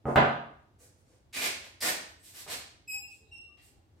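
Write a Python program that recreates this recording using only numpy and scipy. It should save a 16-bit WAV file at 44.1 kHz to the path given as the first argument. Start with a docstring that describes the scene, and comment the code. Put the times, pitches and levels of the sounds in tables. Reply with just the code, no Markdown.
"""Chalk on a wall blackboard, heard from a few metres away in a bare, echoing classroom.
It scrapes in short strokes as it crumbles, then squeaks by stick-slip friction among faint low tones.
Before the writing, something is put on the ledge with a soft bump and a hard knock, exciting the
board's modes, and a sleeve swishes as the arm rises. A low rumble lies under it all."""
import sys
import numpy as np
from scipy import signal
from scipy.fft import rfft, irfft
from scipy.io import wavfile

SR = 44100
rng = np.random.default_rng(int(sys.argv[2]) if len(sys.argv) > 2 else 0)


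def output_pcm(signal):
    """Save a mono or channel-first signal as 16-bit PCM at the path in sys.argv[1].

    Samples are clipped to [-1, 1] before scaling.
    """
    pcm = np.clip(np.atleast_2d(signal).T, -1, 1) * 32767
    wavfile.write(sys.argv[1], SR, np.round(pcm).astype(np.int16))


N = 176400
T = np.arange(N) / SR

# Spectra of the four noises. Each row: frequency in Hz, relative spectral density in dB.
RUMBLE_SPECTRUM = [(20, -34.5), (35, -17.5), (55, -3.5), (88, 2.5), (130, -7), (190, -15.5), (300, -10.5),
                   (500, -19.5), (780, -21), (1100, -26.5), (2000, -32), (4000, -34.5), (8000, -41.5),
                   (16000, -47.5)]
CLATTER_SPECTRUM = [(25, -52), (45, -27.5), (90, -7.5), (250, -2.5), (500, 2.5), (900, 0.5), (1400, -1.5),
                    (2200, -8.5), (3600, -15), (5200, -32), (9000, -30.5), (16000, -39)]
CLOTH_SPECTRUM = [(150, -16), (480, 13), (1000, -3.5), (1800, 0), (3200, -7), (5400, 1.5), (8200, 6.5),
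                  (11500, 0.5), (16000, -10)]
CHALK_SPECTRUM = [(60, -21), (160, -9.5), (330, -5), (600, -0.5), (1000, -4), (1350, -3.5), (1800, 0.5),
                  (3200, -1), (5000, -1.5), (6400, -5), (8100, -1.5), (10000, -7), (13000, -7),
                  (16000, -21)]
# Blows on board and ledge. Each row: start in seconds, level in dB, contact brightness in Hz,
# relative ring of the board in dB.
IMPACTS = [(0.043, -41.5, 400, -5), (.055, -22.5, 850, 7), (.069, -21.5, 550, -2), (.081, -19.5, 950, -8),
           (.096, -23, 800, -7.5), (.158, -5.5, 5000, -2.5), (.172, -13, 4000, -4.5),
           (.219, -13.5, 2200, -4), (2.464, -38, 3000, -1.5), (3.574, -60, 6000, -20.5)]
# Normal modes of the board. Each row: frequency in Hz, relative level in dB, T60 in seconds.
MODES = [(94.9, -10, 0.73), (138, 0, 0.64), (229.7, -4, 0.51), (308, -6, 0.45), (430.4, -7.5, 0.36),
         (571.5, -6, 0.5), (672, -11, 0.22), (730, -6.5, .4), (787, -2.5, 0.38), (874, -10, .45),
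         (1166, -11.5, 0.69), (1252, -3.5, .7), (1624, -12.5, .5), (1908, -12, 0.41)]
# Movements of sleeve and hand. Each row: start and length in seconds, level in dB,
# treble tilt in dB per octave.
SLEEVE_SWISHES = [(.05, .07, -60, -4), (0.78, 0.06, -57.5, -2), (0.945, 0.064, -74, -2),
                  (1.045, 0.103, -68.5, -7), (3.958, .05, -72.5, -9)]
# Chalk strokes. Each row: start, length and attack in seconds, final level in dB, swell up to it in dB,
# boom of the board in dB, treble tilt in dB per octave, resonance of the stick in Hz, its gain in dB.
CHALK_STROKES = [(1.325, 0.025, 0.0078, -32.5, 10, -9.5, -2.5, 2410, 7),
                 (1.358, 0.046, 0.0035, -34.5, -5, 2.5, -.5, 2360, 12.5),
                 (1.411, 0.055, 0.0065, -30.5, -3, -1.5, -2, 2430, 5),
                 (1.619, 0.054, 0.026, -57.5, -15.5, -0.5, -3.5, 8000, -3),
                 (1.803, 0.02, 0.0051, -28, 7.5, -7.5, 1.5, 5050, 11.5),
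                 (1.819, 0.071, 0.0076, -27.5, -1, 5, 1, 1840, 5),
                 (2.056, 0.05, 0.027, -67.5, 0.5, -4, 11, 7960, 3),
                 (2.161, 0.048, 0.028, -61.5, 8, -8, 7, 8020, 20),
                 (2.215, 0.084, 0.026, -52, 2.5, -7.5, 2.5, 8290, 2.5),
                 (2.333, 0.069, 0.005, -42.5, 6, -1.5, 2, 7760, 0),
                 (2.475, 0.059, 0.0032, -42.5, -3, -0.5, -3, 8000, 2.5),
                 (2.497, 0.057, 0.0039, -42.5, -8.5, 0.5, 0.5, 4200, 3.5),
                 (2.877, 0.12, 0.016, -67, 1.5, -10, 1.5, 6500, 5),
                 (3.058, .095, 0.036, -62.5, -2, -35, 1.5, 7600, 10),
                 (3.214, 0.24, 0.036, -77.5, -1, -13, 0, 3870, 24),
                 (3.57, 0.035, .004, -64.5, -2.5, -20, -7.5, 1900, 13.5),
                 (3.602, 0.075, 0.035, -64, -6, -9.5, 3, 8100, 5.5)]
# Spells of stick-slip. Each row: start and length in seconds, pitch in Hz, level in dB,
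# loss per harmonic in dB.
CHALK_SQUEAKS = [(2.873, 0.078, 2544, -33, 0), (3.025, .03, 2715, -48, 6), (3.31, 0.064, 2742, -42, 7),
                 (3.427, 0.019, 2745, -51, 24), (3.486, .04, 2742, -56, 11.5)]
# Harmonics of a squeak, from the fundamental up. Each entry: relative level in dB.
HARMONICS_DB = [-2.5, -11, -7.5, -24, -14.5]
# Faint tones in the room. Each row: start and length in seconds, pitch in Hz, level in dB.
FAINT_TONES = [(2.905, 0.092, 837, -62), (2.97, 0.041, 800, -63), (3.19, 0.034, 448.6, -64.5),
               (3.28, 0.055, 840, -73.5), (3.47, 0.045, 1186, -73), (3.7, 0.071, 790, -73.5)]
# Reverberation time. Each row: frequency in Hz, T60 in seconds.
REVERB_TIMES = [(100, 0.38), (400, 0.54), (1400, 0.56), (3500, 0.55), (7000, .5), (11000, 0.31),
                (16000, .3)]
# Coherence of the diffuse field. Each row: frequency in Hz, correlation of left and right.
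COHERENCE = [(100, 0.84), (240, .85), (480, .55), (800, .1), (1200, -.25), (2200, 0), (16000, -0.15)]


def from_db(db):
    """Amplitude grows tenfold with every 20 dB."""
    return 10 ** (np.asarray(db) / 20)


def unit_power(x):
    """Division by the RMS value gives a mean square of one."""
    return x / np.sqrt(np.mean(x ** 2) + 1e-20)


def at_hz(points, hz):
    """Interpolation of a table on a logarithmic frequency axis."""
    frequencies, values = np.transpose(points)
    return np.interp(np.log(hz), np.log(frequencies), values)


def bins(x):
    """Frequencies of a signal's Fourier components, no lower than 1 Hz."""
    return np.maximum(np.fft.rfftfreq(x.shape[-1], 1 / SR), 1)


def colour(x, db):
    """Filtering multiplies the spectrum by a gain curve; the result has unit power."""
    return unit_power(irfft(rfft(x) * from_db(db), x.shape[-1]))


def drift(rate_hz, size):
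    """Low-passed noise wanders at random, with an RMS value of one."""
    noise = rng.standard_normal(size)
    return colour(noise, -20 * np.log10(1 + (bins(noise) / rate_hz) ** 2))


def gate(t, length, attack, release):
    """An envelope rises smoothly, holds, then decays exponentially."""
    rise = np.sin(np.pi / 2 * np.clip(t / attack, 0, 1)) ** 2
    return rise * np.exp(-np.maximum(t - length, 0) / release)


def add(out, start, x):
    """Superposition: a sound adds to the mix from its start in seconds."""
    i = int(np.clip(start * SR, 0, N - 1))
    out[i:i + len(x)] += x[:N - i]


def treble_octaves(hz, corner_hz=3150):
    """A spectral tilt acts on the octaves above its corner."""
    return np.log2(np.maximum(hz / corner_hz, 1))


def diffuse_noise(size):
    """A diffuse field is alike at two points in the bass and nearly unrelated in the treble."""
    noise = rng.standard_normal((2, size))
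    alike = at_hz(COHERENCE, bins(noise))
    mid = rfft(noise[0]) * np.sqrt(1 + alike)
    side = rfft(noise[1]) * np.sqrt(1 - alike)
    return unit_power(irfft(np.array([mid + side, mid - side]), size))


def rumble(level_db=-64, waver_db=0.57):
    """Diffuse background noise, strongest in the bass, wavers slightly in level."""
    noise = diffuse_noise(N)
    gain = from_db(level_db - waver_db * drift(rate_hz=4, size=N))
    return colour(noise, at_hz(RUMBLE_SPECTRUM, bins(noise))) * gain


def contact_db(hz, bright_hz, slope=4.4):
    """A soft contact spreads its force in time and so acts as a low-pass filter."""
    return -10 * np.log10(1 + (hz / bright_hz) ** slope)


def ledge_clatter(gain_db=-4.5, t60=0.1, rise_cycles=1.2, size=SR // 4):
    """An impact excites dense, quickly damped vibration; softer contact dulls it and slows its rise."""
    out = np.zeros(N)
    for start, db, bright_hz, _ in IMPACTS:
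        noise = rng.standard_normal(size)
        hz = bins(noise)
        burst = colour(noise, at_hz(CLATTER_SPECTRUM, hz) + contact_db(hz, bright_hz))
        envelope = gate(T[:size], 0, rise_cycles / bright_hz, t60 / np.log(1000))
        add(out, start, from_db(db + gain_db) * burst * envelope)
    return out


def resonator(clicks, hz, t60):
    """A damped oscillator answers a unit impulse with a sine decaying from height one."""
    decay = np.exp(-np.log(1000) / (t60 * SR))
    step = 2 * np.pi * hz / SR
    return signal.lfilter([0, np.sin(step)], [1, -2 * decay * np.cos(step), decay ** 2], clicks + 1e-18)


def board_ringing(gain_db=-17, top_hz=2600):
    """Impacts set the normal modes in free vibration; the ringing holds nothing above about 2.6 kHz."""
    out = np.zeros(N)
    starts, db, bright_hz, ring_db = np.transpose(IMPACTS)
    for hz, mode_db, t60 in MODES:
        drive_db = db + ring_db + gain_db + mode_db + contact_db(hz, bright_hz)
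        clicks = np.zeros(N)
        clicks[(starts * SR).astype(int)] = from_db(drive_db)
        out += resonator(clicks, hz, t60)
    return signal.sosfilt(signal.butter(4, top_hz, fs=SR, output="sos"), out)


def contact_cracks(gain_db=-29, decay_s=0.002, hard_hz=4503, size=SR // 20):
    """A brief contact has a broad spectrum, so only the hardest blows snap."""
    out = np.zeros(N)
    for start, db, bright_hz, _ in IMPACTS:
        hardness_db = contact_db(hard_hz, bright_hz, slope=8)
        snap = rng.standard_normal(size) * np.exp(-T[:size] / decay_s)
        add(out, start, from_db(db + gain_db + hardness_db) * snap)
    return out


def sleeve(edge_s=0.021, size=SR // 3):
    """Sliding friction of cloth on cloth gives soft swishes of broadband noise."""
    out = np.zeros(N)
    for start, length, db, tilt_db in SLEEVE_SWISHES:
        noise = rng.standard_normal(size)
        hz = bins(noise)
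        hiss = colour(noise, at_hz(CLOTH_SPECTRUM, hz) + tilt_db * treble_octaves(hz))
        add(out, start, from_db(db) * hiss * gate(T[:size], length, edge_s, edge_s))
    return out


def chalk_scrapes(grains_per_s=6000, spread_db=4, boom_hz=1700, ring_octaves=0.098, size=SR // 2):
    """Crumbling chalk makes shot noise: dense tiny clicks, filtered by the stick and the board."""
    out, t = np.zeros(N), T[:size]
    for start, length, attack, db, swell_db, boom_db, tilt_db, ring_hz, ring_db in CHALK_STROKES:
        clicks = (rng.random(size) < grains_per_s / SR) * rng.choice([-1, 1], size)
        grains = clicks * from_db(spread_db * np.minimum(rng.exponential(1, size), 5))
        hz = bins(grains)
        chalk_db = at_hz(CHALK_SPECTRUM, hz) + tilt_db * treble_octaves(hz)
        board_db = boom_db / (1 + (hz / boom_hz) ** 4)
        stick_db = ring_db / (1 + (np.log2(hz / ring_hz) / ring_octaves) ** 2)
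        scrape = colour(grains, chalk_db + board_db + stick_db)
        pressure = from_db(db + swell_db * (np.minimum(t / length, 1) - 1))
        add(out, start, scrape * pressure * gate(t, length, attack, release=0.0082))
    return out


def chalk_squeaks(sharp=0.04, catch_s=0.0053, jitter=0.0043, flutter_db=1.8, size=SR // 4):
    """Stick-slip oscillation gives a harmonic tone that flutters with the grip; light squeaks are purer."""
    out, t = np.zeros(N), T[:size]
    catch = sharp * np.exp(-t / catch_s)   # the pitch starts high and settles as the stick catches
    for start, length, hz, db, loss_db in CHALK_SQUEAKS:
        pitch = hz * (1 + catch + jitter * drift(rate_hz=220, size=size))
        phase = 2 * np.pi * np.cumsum(pitch) / SR
        tone = sum(from_db(db + harmonic_db - k * loss_db) * np.sin((k + 1) * phase)
                   for k, harmonic_db in enumerate(HARMONICS_DB))
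        grip = unit_power(from_db(flutter_db * drift(rate_hz=89, size=size)))
        add(out, start, np.sqrt(2) * tone * grip * gate(t, length, attack=0.014, release=0.0047))
    return out


def low_tones(waver=0.019, edge_s=0.013, size=SR // 3):
    """Random frequency modulation makes faint, short tones waver."""
    out = np.zeros(N)
    for start, length, hz, db in FAINT_TONES:
        pitch = hz * (1 + waver * drift(rate_hz=30, size=size))
        tone = np.sqrt(2) * np.sin(2 * np.pi * np.cumsum(pitch) / SR)
        add(out, start, from_db(db) * tone * gate(T[:size], length, edge_s, edge_s))
    return out


def classroom(x, gap_s=0.00098, build_s=0.004, size=SR):
    """Reverberation is convolution with a diffuse tail, each half octave dying at its own rate."""
    noise = diffuse_noise(size)
    spectrum, t = rfft(noise), T[:size]
    band = np.round(2 * np.log2(np.maximum(bins(noise), 90)))
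    build = np.clip((t - gap_s) / build_s, 0, 1)
    response = 0
    for k in np.unique(band):
        decay = np.exp(-np.log(1000) * t / at_hz(REVERB_TIMES, 2 ** (k / 2)))
        tail = irfft(spectrum * (band == k), size) * build * decay
        response += unit_power(tail) * np.sqrt(np.mean(band == k) / size)   # equal gain in all bands
    return signal.fftconvolve(x[None], response, axes=1)[:, :N]


def scene(direct_db=-9.5, ringing_to_room_db=-11, pan_db=0.57):
    """An extended source: the board radiates chalk sound from two places, each with its own echoes."""
    clatter, ringing = ledge_clatter(), board_ringing()
    upper, lower = [(chalk_scrapes() + chalk_squeaks()) / np.sqrt(2) for _ in range(2)]
    upper += sleeve()
    lower += clatter
    direct = from_db(direct_db) * (upper + lower) + ringing + contact_cracks()
    echoes = classroom(upper + low_tones()) + classroom(lower + from_db(ringing_to_room_db) * ringing)
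    return (direct + echoes) * from_db([[-pan_db], [pan_db]]) + rumble()


def record(dry, low_hz=36, top_hz=15900):
    """Band limiting: the microphone loses the deepest bass, and the top is cut steeply."""
    heard = signal.sosfilt(signal.butter(4, low_hz, "high", fs=SR, output="sos"), dry)
    return signal.sosfilt(signal.ellip(12, .1, 80, top_hz, fs=SR, output="sos"), heard)


dry = scene()
out = record(dry)
output_pcm(out)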